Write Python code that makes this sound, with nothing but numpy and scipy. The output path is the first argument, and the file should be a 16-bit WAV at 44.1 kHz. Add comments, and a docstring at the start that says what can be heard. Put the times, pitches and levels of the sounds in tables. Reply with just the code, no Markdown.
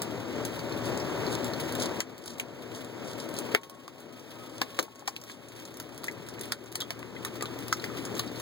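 """A truck idles in an open yard, turning a steel screw cone on its rear hub. The cone rasps into a log;
splinters tick and single fibres snap. The first crack comes at 2 s. From 3.5 s the log splits:
pieces pop hollowly, the hardest cracks set the steel ringing, fibres crackle, the cone squeals faintly.
From 4.8 s the phone nears the hub and the engine's boom shifts. Throughout, the phone widens its two
microphone ports; its gain control ducks at each loud crack and creeps back up."""
import sys
import numpy as np
from scipy import signal
from scipy.fft import rfft, irfft, next_fast_len
from scipy.io import wavfile
from scipy.ndimage import uniform_filter1d, map_coordinates

SR = 44100
rng = np.random.default_rng(int(sys.argv[2]) if len(sys.argv) > 2 else 0)


def wav_out(sig):
    """Save sig, one row per channel (or a flat mono array), as 16-bit PCM at SR to the path in sys.argv[1]."""
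    wavfile.write(sys.argv[1], SR, np.round(np.clip(np.atleast_2d(sig).T, -1, 1) * 32767).astype(np.int16))


N = 370881

# engine drone level (time [s], level [dB])
DRONE_LEVEL = [(0, -36), (0.2, -37), (0.4, -33.5), (0.55, -37), (0.95, -31.5), (1.3, -32), (1.6, -34),
               (2.0, -34), (2.6, -35.5), (3.4, -35), (4.5, -35), (5.3, -33.5), (6.45, -35), (7.3, -34),
               (8.4, -36)]
# engine, fan and drive train (frequency [Hz], relative density [dB])
DRONE_SPECTRUM = [(45, -17), (65, -31), (105, -1.5), (140, -1.5), (190, -3), (260, 1.5), (340, 1.5),
                  (450, -1.5), (600, -4.5), (780, -9.5), (1300, -11.5), (2300, -14), (7000, -25.5),
                  (15000, -45.5)]
# idle, sagging while the cone is deep in the log (time [s], firing rate [Hz])
FIRING_RATE = [(3.5, 39), (5.8, 38.5), (8.4, 39.9)]
# exhaust lines (multiple of firing rate [1], mean level [dB])
EXHAUST_LINES = [(2, -60.5), (3, -51.5), (4, -61.5)]
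# swing of those lines about their mean (time [s], gain [dB])
EXHAUST_SWING = [(0, -4), (1.2, 5), (2.2, -1), (3.4, -6.5), (5.9, 3), (7.6, 3), (8.4, 3)]
# resonances of the truck's underside, from afar (frequency [Hz], relative width [1], gain [dB])
UNDERSIDE_FAR = [(249, 0.037, 4.5), (323.5, 0.04, 3.5), (574, 0.032, 3.5), (933, 0.03, 4.5)]
# the same, near the hub (frequency [Hz], relative width [1], gain [dB])
UNDERSIDE_NEAR = [(195, 0.061, 3), (267, 0.11, 3), (305, 0.072, -2), (377, 0.25, 3.5), (570, 0.44, -3)]
# rub of the thread, louder once it bites deep (time [s], level [dB])
BITE_LEVEL = [(0, -52), (1.65, -47.5), (2.1, -48.5), (3.0, -50), (3.8, -44), (5.2, -39), (6.3, -46),
              (8.4, -44.5)]
# colour of that rub (frequency [Hz], relative density [dB])
BITE_SPECTRUM = [(300, -28), (800, -1), (1200, 6.5), (2300, 9.5), (3300, 11), (4500, 6), (7000, 1),
                 (10000, 0), (15000, -14)]
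# scrapes over bark and chips (peak time [s], length [s], level [dB])
SCRAPES = [(0.864, 0.084, -38.5), (1.331, 0.1, -38), (1.823, 0.13, -33.5), (2.291, 0.18, -37),
           (2.767, 0.11, -37.5), (3.099, 0.15, -41), (3.223, 0.12, -41.5), (3.387, 0.074, -39),
           (4.565, 0.14, -41.5), (5.317, 0.15, -33), (8.4, 0.066, -41.5)]
# colour of a scrape (frequency [Hz], relative density [dB])
SCRAPE_SPECTRUM = [(300, -21), (1200, 3), (2300, -3), (3300, 9.5), (4500, 8), (7000, 6), (10000, 1.5),
                   (15000, -19)]
# single fibres snapping (time [s], level [dB], pitch [Hz])
FIBRE_SNAPS = [(0.019, -32, 8700), (0.451, -33.5, 9000), (0.593, -42, 4300), (0.723, -42, 4300),
               (0.975, -39, 7500), (1.0, -39, 4700), (1.266, -39, 4400), (1.444, -37.5, 10100),
               (1.535, -37.5, 4080), (1.603, -40.5, 10000), (1.723, -39, 12500), (1.752, -37, 11900),
               (2.18, -39, 13000), (2.259, -32.5, 9300), (2.383, -38, 9600), (2.847, -42.5, 9200),
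               (3.289, -43, 12500), (3.34, -41, 8960), (3.366, -40, 4630), (3.388, -31.5, 10000),
               (3.697, -30.5, 12000), (4.776, -53, 13000), (4.827, -21, 13200), (4.957, -34.5, 6450),
               (4.994, -34, 6840), (5.178, -42, 12700), (5.215, -31.5, 7040), (5.238, -32, 12900),
               (5.485, -35, 9000), (5.653, -31.5, 6400), (5.741, -39, 7200), (5.771, -35, 12500),
               (5.8, -27, 12000), (5.978, -35, 10030), (6.035, -34, 4300), (6.042, -26.5, 13000),
               (6.072, -37, 9700), (6.113, -40, 6800), (6.287, -34, 8440), (6.639, -44, 12500),
               (6.66, -41, 6900), (6.725, -34.5, 12500), (6.804, -24.5, 13000), (6.992, -40, 12570),
               (7.456, -33, 3260), (7.589, -40, 12600), (7.682, -35.5, 12700), (7.797, -38, 4040),
               (8.052, -35.5, 7000), (8.18, -41.5, 12700), (8.276, -42, 4350), (8.359, -43, 4500)]
# colour of a breaking fibre (frequency [Hz], relative density [dB])
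SNAP_SPECTRUM = [(800, -4.5), (2000, -4.5), (3000, -0.5), (4500, 1.5), (7000, -1), (10000, -3),
                 (15000, -14.5)]
# the log cracking (time [s], snap level [dB], snap pitch [Hz], snap t60 [s],
# knock level [dB], knock pitch [Hz], knock Q [1], thump level [dB])
CRACKS = [(2.004, -18.5, 7400, 0.016, -15.5, 2100, 0.74, -31),
          (2.398, -26.5, 8100, 0.011, -20, 2430, 2.2, -58), (3.5484, -10.5, 3280, 0.018, 0, 1820, 1.3, -18),
          (3.633, -29.5, 3100, 0.11, -32, 1400, 0.8, -51),
          (3.879, -31.5, 3150, 0.018, -27.5, 1200, 1.5, -52),
          (4.616, -20.5, 6500, 0.013, -13, 1920, 0.65, -25),
          (4.618, -22.5, 4200, 0.013, -17, 1410, 0.76, -30.5),
          (4.79, -13.5, 6540, 0.014, -5, 1600, 1.04, -14),
          (4.7945, -12, 3470, 0.02, -13.5, 1300, 0.52, -12.5),
          (5.0767, -13.5, 5070, 0.0083, -15, 1700, 0.74, -48),
          (5.081, -26, 3700, .016, -16.5, 1290, 1.5, -48),
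          (5.164, -26.5, 3600, 0.016, -21.5, 2900, 2.2, -44),
          (5.298, -40, 4300, .02, -25.5, 1500, 0.97, -55), (6.082, -36, 6900, .012, -18.5, 2020, 4.8, -40),
          (6.411, -30, 9800, 0.01, -39.5, 1960, 1.2, -54), (6.521, -15, 4430, 0.016, -15.5, 1660, 1.6, -42),
          (6.755, -20, 9100, 0.014, -25.5, 1680, 0.82, -50), (6.809, -30, 4270, 0.03, -21, 3380, 6.4, -49),
          (6.818, -30, 6900, 0.012, -22.5, 3460, 5.4, -56),
          (6.906, -30.5, 6000, 0.015, -21.5, 2020, 0.47, -48),
          (7.028, -51, 6500, .015, -31.5, 1740, 1.1, -52),
          (7.249, -26, 10600, 0.018, -26, 1530, 1.3, -49.5), (7.409, -37, 4000, 0.013, -30, 1750, 1, -53),
          (7.424, -27.5, 7800, 0.023, -25.5, 1300, 2.4, -32),
          (7.727, -23.5, 5470, 0.0085, -19.5, 1420, 1.6, -50),
          (7.841, -35, 4770, 0.024, -28, 1810, 2.2, -57), (8.194, -24.5, 3950, 0.012, -33, 1500, 0.97, -37)]
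# hollow pops of the opening split (time [s], level [dB], pitch [Hz])
POPS = [(3.5481, -5.5, 426), (3.549, -9, 850), (3.879, -29, 1060), (4.615, -24, 380), (4.616, -17, 1030),
        (4.792, -5, 988), (4.793, -6.5, 279), (4.881, -26, 850), (5.022, -23, 830), (5.079, -10, 804),
        (5.803, -30.5, 1330), (6.04, -30, 1230), (6.384, -30, 1920), (6.823, -29, 1250),
        (6.907, -30.5, 695), (7.165, -28, 2060), (7.248, -30, 1060), (7.262, -29, 1220),
        (7.726, -16.5, 1300), (7.9, -34, 1250), (7.95, -35, 1210), (8.196, -27.5, 1164)]
# modes of a split piece (multiple of pitch [1], gain [dB], t60 [s])
PIECE_MODES = [(1, 3, 0.033), (1.24, -6.5, 0.027), (1.56, -5, .035), (2.05, -10.5, 0.034)]
# hardest cracks jolting the steel (time [s], level [dB])
JOLTS = [(3.549, -32.5), (4.616, -38), (4.791, -38), (5.077, -41)]
# modes of cone and hub (frequency [Hz], gain [dB], t60 [s])
STEEL_MODES = [(1098, -3.5, 1.4), (925, -6, 0.53)]
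# steel squealing in the wood (peak time [s], length [s], pitch [Hz], level [dB])
SQUEALS = [(4.154, 0.3, 1264, -48.5), (4.42, 0.45, 1260, -50), (7.436, 0.049, 1202, -31)]
# phone body shading the far port (frequency [Hz], gain [dB])
PORT_SHADE = [(600, 0.5), (3000, -10)]
# share of the other port subtracted (frequency [Hz], gain [dB])
CROSSFEED = [(1200, 0.5), (3000, -0.04)]
# microphone's top-end lift (frequency [Hz], gain [dB])
MIC_LIFT = [(11500, -0.5), (13000, 7.5), (15300, 13.5)]

APPROACH_S = (4.8, 7.8)
TEAR_S = 0.012  # tearing ahead of each break
FIBRE_T60_S, FIBRE_KNOCK_REL_DB, FIBRE_KNOCK_HZ = 0.008, -9, 1310


def amp(db):
    """Decibels to gain."""
    return 10 ** (np.asarray(db) / 20)


def unit(x):
    """Scale to rms 1."""
    return x / np.sqrt(np.mean(x ** 2) + 1e-20)


def gain_at(points, hz):
    """Gain from (Hz, dB) points on a log-frequency axis."""
    knots_hz, db = np.transpose(points)
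    return amp(np.interp(np.log(hz + 1), np.log(knots_hz + 1), db))


def curve(points):
    """One value per sample from (s, value) points."""
    return np.interp(np.arange(N) / SR, *np.transpose(points))


def wobble(rate_hz):
    """Smooth random curve, rate_hz knots a second."""
    knots = rng.standard_normal(int(N * rate_hz / SR) + 4)
    return map_coordinates(knots, [np.arange(N) * rate_hz / SR])


def swell(peak_s, length_s):
    """Smooth rise to 1 at peak_s, and fall."""
    return np.cos(np.pi * np.clip((np.arange(N) / SR - peak_s) / length_s, -.5, .5)) ** 2


def filtered(x, response):
    """Apply a complex frequency response."""
    n = x.shape[-1]
    padded = next_fast_len(n + 4096)
    return irfft(rfft(x, padded) * response(np.fft.rfftfreq(padded, 1 / SR)), padded)[..., :n]


def coloured(x, spectrum):
    """Shape by a spectrum table, at rms 1."""
    return unit(filtered(x, lambda hz: gain_at(spectrum, hz)))


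def bump(hz, centre_hz, width, db):
    """Gain of a rounded peak on a log-frequency axis."""
    return amp(db * np.exp(-(np.log((hz + 1) / centre_hz) / width) ** 2))


def bandpass(hz, centre_hz, q):
    """Causal two-pole resonance."""
    damping = 1j * hz * centre_hz / q
    return damping / (centre_hz ** 2 - hz ** 2 + damping)


def add(track, start_s, sound):
    """Mix a sound in from start_s."""
    part = track[..., max(0, round(start_s * SR)):][..., :sound.shape[-1]]
    part += sound[..., :part.shape[-1]]


def engine():
    """Exhaust lines under a drone that throbs with each firing and booms beneath the truck."""
    phase = 2 * np.pi * np.cumsum(curve(FIRING_RATE) * (1 + 0.0086 * wobble(4))) / SR
    exhaust = sum(amp(db + 1.5 * wobble(11)) * np.sqrt(2) * np.sin(k * phase + rng.uniform(0, 2 * np.pi))
                  for k, db in EXHAUST_LINES)
    throb = amp(np.cos(phase) + 0.82 * wobble(11)) * rng.standard_normal((2, N))
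    boom = lambda peaks: filtered(throb, lambda hz: np.prod([bump(hz, *p) for p in peaks], axis=0))
    near = np.interp(np.arange(N) / SR, APPROACH_S, [0, 1])
    drone = coloured((1 - near) * boom(UNDERSIDE_FAR) + near * boom(UNDERSIDE_NEAR), DRONE_SPECTRUM)
    return amp(curve(DRONE_LEVEL) - 2) * drone + amp(curve(EXHAUST_SWING)) * exhaust


def rasp(spectrum, grains_per_s, grain_t60_s, hiss):
    """Scraped wood: dry hiss, with tiny fibres popping at random."""
    impulses = (rng.random(N) < grains_per_s / SR) * amp(9.6 * np.minimum(rng.exponential(size=N), 3.5))
    t = np.arange(SR // 50) / SR
    grains = unit(signal.fftconvolve(impulses, amp(-60 * t / grain_t60_s))[:N])
    return coloured((hiss + grains) * rng.standard_normal((2, N)), spectrum)


def thread_rub(flutter_db=2.5, flutter_hz=22):
    """The thread grips and slips in the wood, so its rasp flutters."""
    envelope = amp(curve(BITE_LEVEL) - 0.5 + flutter_db * wobble(flutter_hz))
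    return envelope * rasp(BITE_SPECTRUM, grains_per_s=150, grain_t60_s=0.096, hiss=1.1)


def splinters(above_bite_db=1.5, spread_db=5.5, pitch_hz=4670, count=420, t60_cycles=45):
    """Splinters flick loose as the thread bites; each rings at a pitch set by its length."""
    bite_db = curve(BITE_LEVEL)
    ticks, t = np.zeros((2, N)), np.arange(SR // 25) / SR
    for when, size, shortness, phase_cycles in rng.random((count, 4)):
        hz = np.clip(pitch_hz * 2 ** (2.74 * (shortness - .5)), 600, 14000)
        db = bite_db[int(when * N)] + above_bite_db + spread_db * size ** 3
        tone = np.sin(2 * np.pi * (hz * t + np.array([[0], [phase_cycles]])))
        add(ticks, when * N / SR, amp(db - 60 * t * hz / t60_cycles) * tone)
    return ticks


def burst(t60_s, response, tear_db, yard_db, yard_t60_s):
    """Fibres tear, then give way in a volley of clicks; the yard scatters the blow."""
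    t = np.arange(SR // 6) / SR - TEAR_S
    tear = amp(tear_db + 60 * np.minimum(t, 0) / 0.013)
    envelope = np.where(t < 0, tear, amp(-60 * np.abs(t) / t60_s))
    noise = rng.standard_normal((2, len(t)))
    clicks = unit(noise * np.abs(noise))
    scatter = (t > 0) * amp(yard_db - 60 * t / yard_t60_s) * rng.standard_normal((2, len(t)))
    spectrum = rfft(envelope * clicks + scatter)
    whitened = irfft(spectrum / uniform_filter1d(np.abs(spectrum), size=130), len(t))
    return unit(filtered(whitened, response)) * np.sqrt(.008 * SR / len(t))  # energy of 8 ms at rms 1


def wood_modes(q, peak_db, count=14):
    """Response of one piece of wood: its own random resonances."""
    centres_hz = np.geomspace(700, 10000, count) * np.exp(rng.uniform(-0.21, 0.22, count))
    return lambda hz: np.prod([1 + (amp(peak_db) - 1) * bandpass(hz, c, q) for c in centres_hz], axis=0)


def fracture(snap_db, snap_hz, snap_t60_s, knock_db, knock_hz, knock_q=2.2, peak_db=7.0):
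    """Wood breaks: a bright snap and the freed splinter's knock, through the same resonances."""
    modes = wood_modes(q=22, peak_db=5.5)
    fibre = lambda hz: modes(hz) * gain_at(SNAP_SPECTRUM, hz) * bump(hz, snap_hz, width=0.34, db=peak_db)
    splinter = lambda hz: modes(hz) * bandpass(hz, knock_hz, knock_q) ** 2
    snap = amp(snap_db + 1.5) * burst(snap_t60_s, fibre, tear_db=-18, yard_db=-11.5, yard_t60_s=0.081)
    knock = amp(knock_db) * burst(0.0091, splinter, tear_db=-22, yard_db=-17, yard_t60_s=0.082)
    return snap + knock


def fibre_snaps(thin_hz=10000, thin_peak_db=5.5, db_per_octave=6.5):
    """Single fibres snap with a small knock; thicker, lower ones ring more."""
    wood = np.zeros((2, N))
    for s, db, pitch_hz in FIBRE_SNAPS:
        peak_db = thin_peak_db + db_per_octave * np.log2(thin_hz / pitch_hz)
        snap = fracture(db, pitch_hz, FIBRE_T60_S, db + FIBRE_KNOCK_REL_DB, FIBRE_KNOCK_HZ,
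                        peak_db=peak_db)
        add(wood, s - TEAR_S, snap)
    return wood


def scrapes():
    """The cone drags over bark, and boots scuff the chips: short swells of brighter, grittier rasp."""
    envelope = sum(amp(db - 0.5) * swell(s, length_s) for s, length_s, db in SCRAPES)
    return envelope * rasp(SCRAPE_SPECTRUM, grains_per_s=180, grain_t60_s=0.018, hiss=1.0)


def cracks():
    """The log cracks open: each fracture also thumps the whole log."""
    wood = np.zeros((2, N))
    body = lambda hz: bandpass(hz, centre_hz=352, q=1.05) ** 2
    for s, *snap_and_knock, thump_db in CRACKS:
        thump = amp(thump_db) * burst(0.026, body, tear_db=8, yard_db=-6.5, yard_t60_s=0.2)
        add(wood, s - TEAR_S, fracture(*snap_and_knock) + thump)
    return wood


def pops(rise_cycles=0.5):
    """The split jerks wider; the loosened piece rings briefly at its own pitch."""
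    wood, t = np.zeros((2, N)), np.arange(SR // 10) / SR
    for s, db, pitch_hz in POPS:
        cycles = pitch_hz * t
        ring = sum(amp(mode_db - 60 * t / t60_s) * np.sin(2 * np.pi * (k * cycles + rng.random((2, 1))))
                   for k, mode_db, t60_s in PIECE_MODES)
        add(wood, s, amp(db) * (1 - np.exp(-cycles / rise_cycles)) * ring)
    return wood


def steel_ring():
    """Cone and hub ring on after the hardest cracks."""
    ring, t = np.zeros(N), np.arange(2 * SR) / SR
    modes = sum(amp(db - 60 * t / t60_s) * np.sin(2 * np.pi * hz * t) for hz, db, t60_s in STEEL_MODES)
    for s, db in JOLTS:
        add(ring, s, amp(db) * modes)
    return ring


def crackle(start_s=3.6, floor_db=-45.5, spread_db=6.5, pitch_hz=8900, count=22):
    """As the cone wedges the log apart, faint fibres give way at random."""
    wood = np.zeros((2, N))
    for when, size, shortness in rng.random((count, 3)):
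        db = floor_db + spread_db * size
        scale = 2 ** (shortness - .5)
        snap = fracture(db, pitch_hz * scale, FIBRE_T60_S, db + FIBRE_KNOCK_REL_DB, FIBRE_KNOCK_HZ * scale)
        add(wood, start_s + when * (N / SR - start_s), snap)
    return wood


def squeals(jitter_hz=5):
    """Steel turning in the wood: thin, unsteady tones."""
    tones = np.zeros(N)
    for s, length_s, pitch_hz, db in SQUEALS:
        phase = 2 * np.pi * np.cumsum(pitch_hz + jitter_hz * wobble(40)) / SR
        tones += amp(db) * swell(s, length_s) * np.sin(phase)
    return tones


def ports(field, lag_ms, alike_hz):
    """The far port hears a source later, shaded, and less alike as pitch rises."""
    alike = lambda hz: np.exp(-(hz / alike_hz) ** 2)
    shared = filtered(field[0], lambda hz: alike(hz) * np.exp(-2j * np.pi * hz * lag_ms / 1000))
    own = filtered(field[1], lambda hz: np.sqrt(1 - alike(hz) ** 2))
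    far = filtered(shared + own, lambda hz: gain_at(PORT_SHADE, hz))
    return np.array([field[0], far])


def scene():
    """Truck and log reach the two ports, each from its own direction."""
    truck = ports(engine(), lag_ms=0.17, alike_hz=1620)
    scraping = thread_rub() + scrapes() + splinters()
    breaking = cracks() + fibre_snaps() + pops() + crackle()
    steel = (steel_ring() + squeals()) * amp(4.1 * wobble(39))  # level flickers
    return truck + ports(scraping + breaking + steel, lag_ms=0.26, alike_hz=2000)


def widen(x, bass_hz, spacing_s=16 / SR):
    """Each channel subtracts the other port, delayed by their spacing; lost bass is lifted back."""
    other = filtered(x[::-1], lambda hz: gain_at(CROSSFEED, hz) * np.exp(-2j * np.pi * hz * spacing_s))
    return filtered(x - other, lambda hz: 1 + bass_hz / (1j * hz + 20))


def gain_control(x, threshold_db, recovery_db_per_s):
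    """Loud treble pulls the gain down at once; it climbs back steadily."""
    treble = filtered(x, lambda hz: hz > 3600)
    power = np.abs(uniform_filter1d(np.mean(treble ** 2, axis=0), size=350))
    excess_db = np.maximum(10 * np.log10(power + 1e-12) - threshold_db, 0)
    climb_db = recovery_db_per_s * np.arange(N) / SR
    return x * amp(climb_db - np.maximum.accumulate(excess_db + climb_db))


def record(dry):
    """The phone: widening, gain control, top-end lift, bass cut, band limit."""
    low_cut_hz, top_hz = 67.0, 16000
    ducked = gain_control(widen(dry, bass_hz=394), threshold_db=-28, recovery_db_per_s=7.5)
    mic = lambda hz: gain_at(MIC_LIFT, hz) * hz ** 3 / np.sqrt(hz ** 6 + low_cut_hz ** 6)
    return filtered(filtered(ducked, mic), lambda hz: hz < top_hz)


dry = scene()
out = record(dry)
wav_out(out)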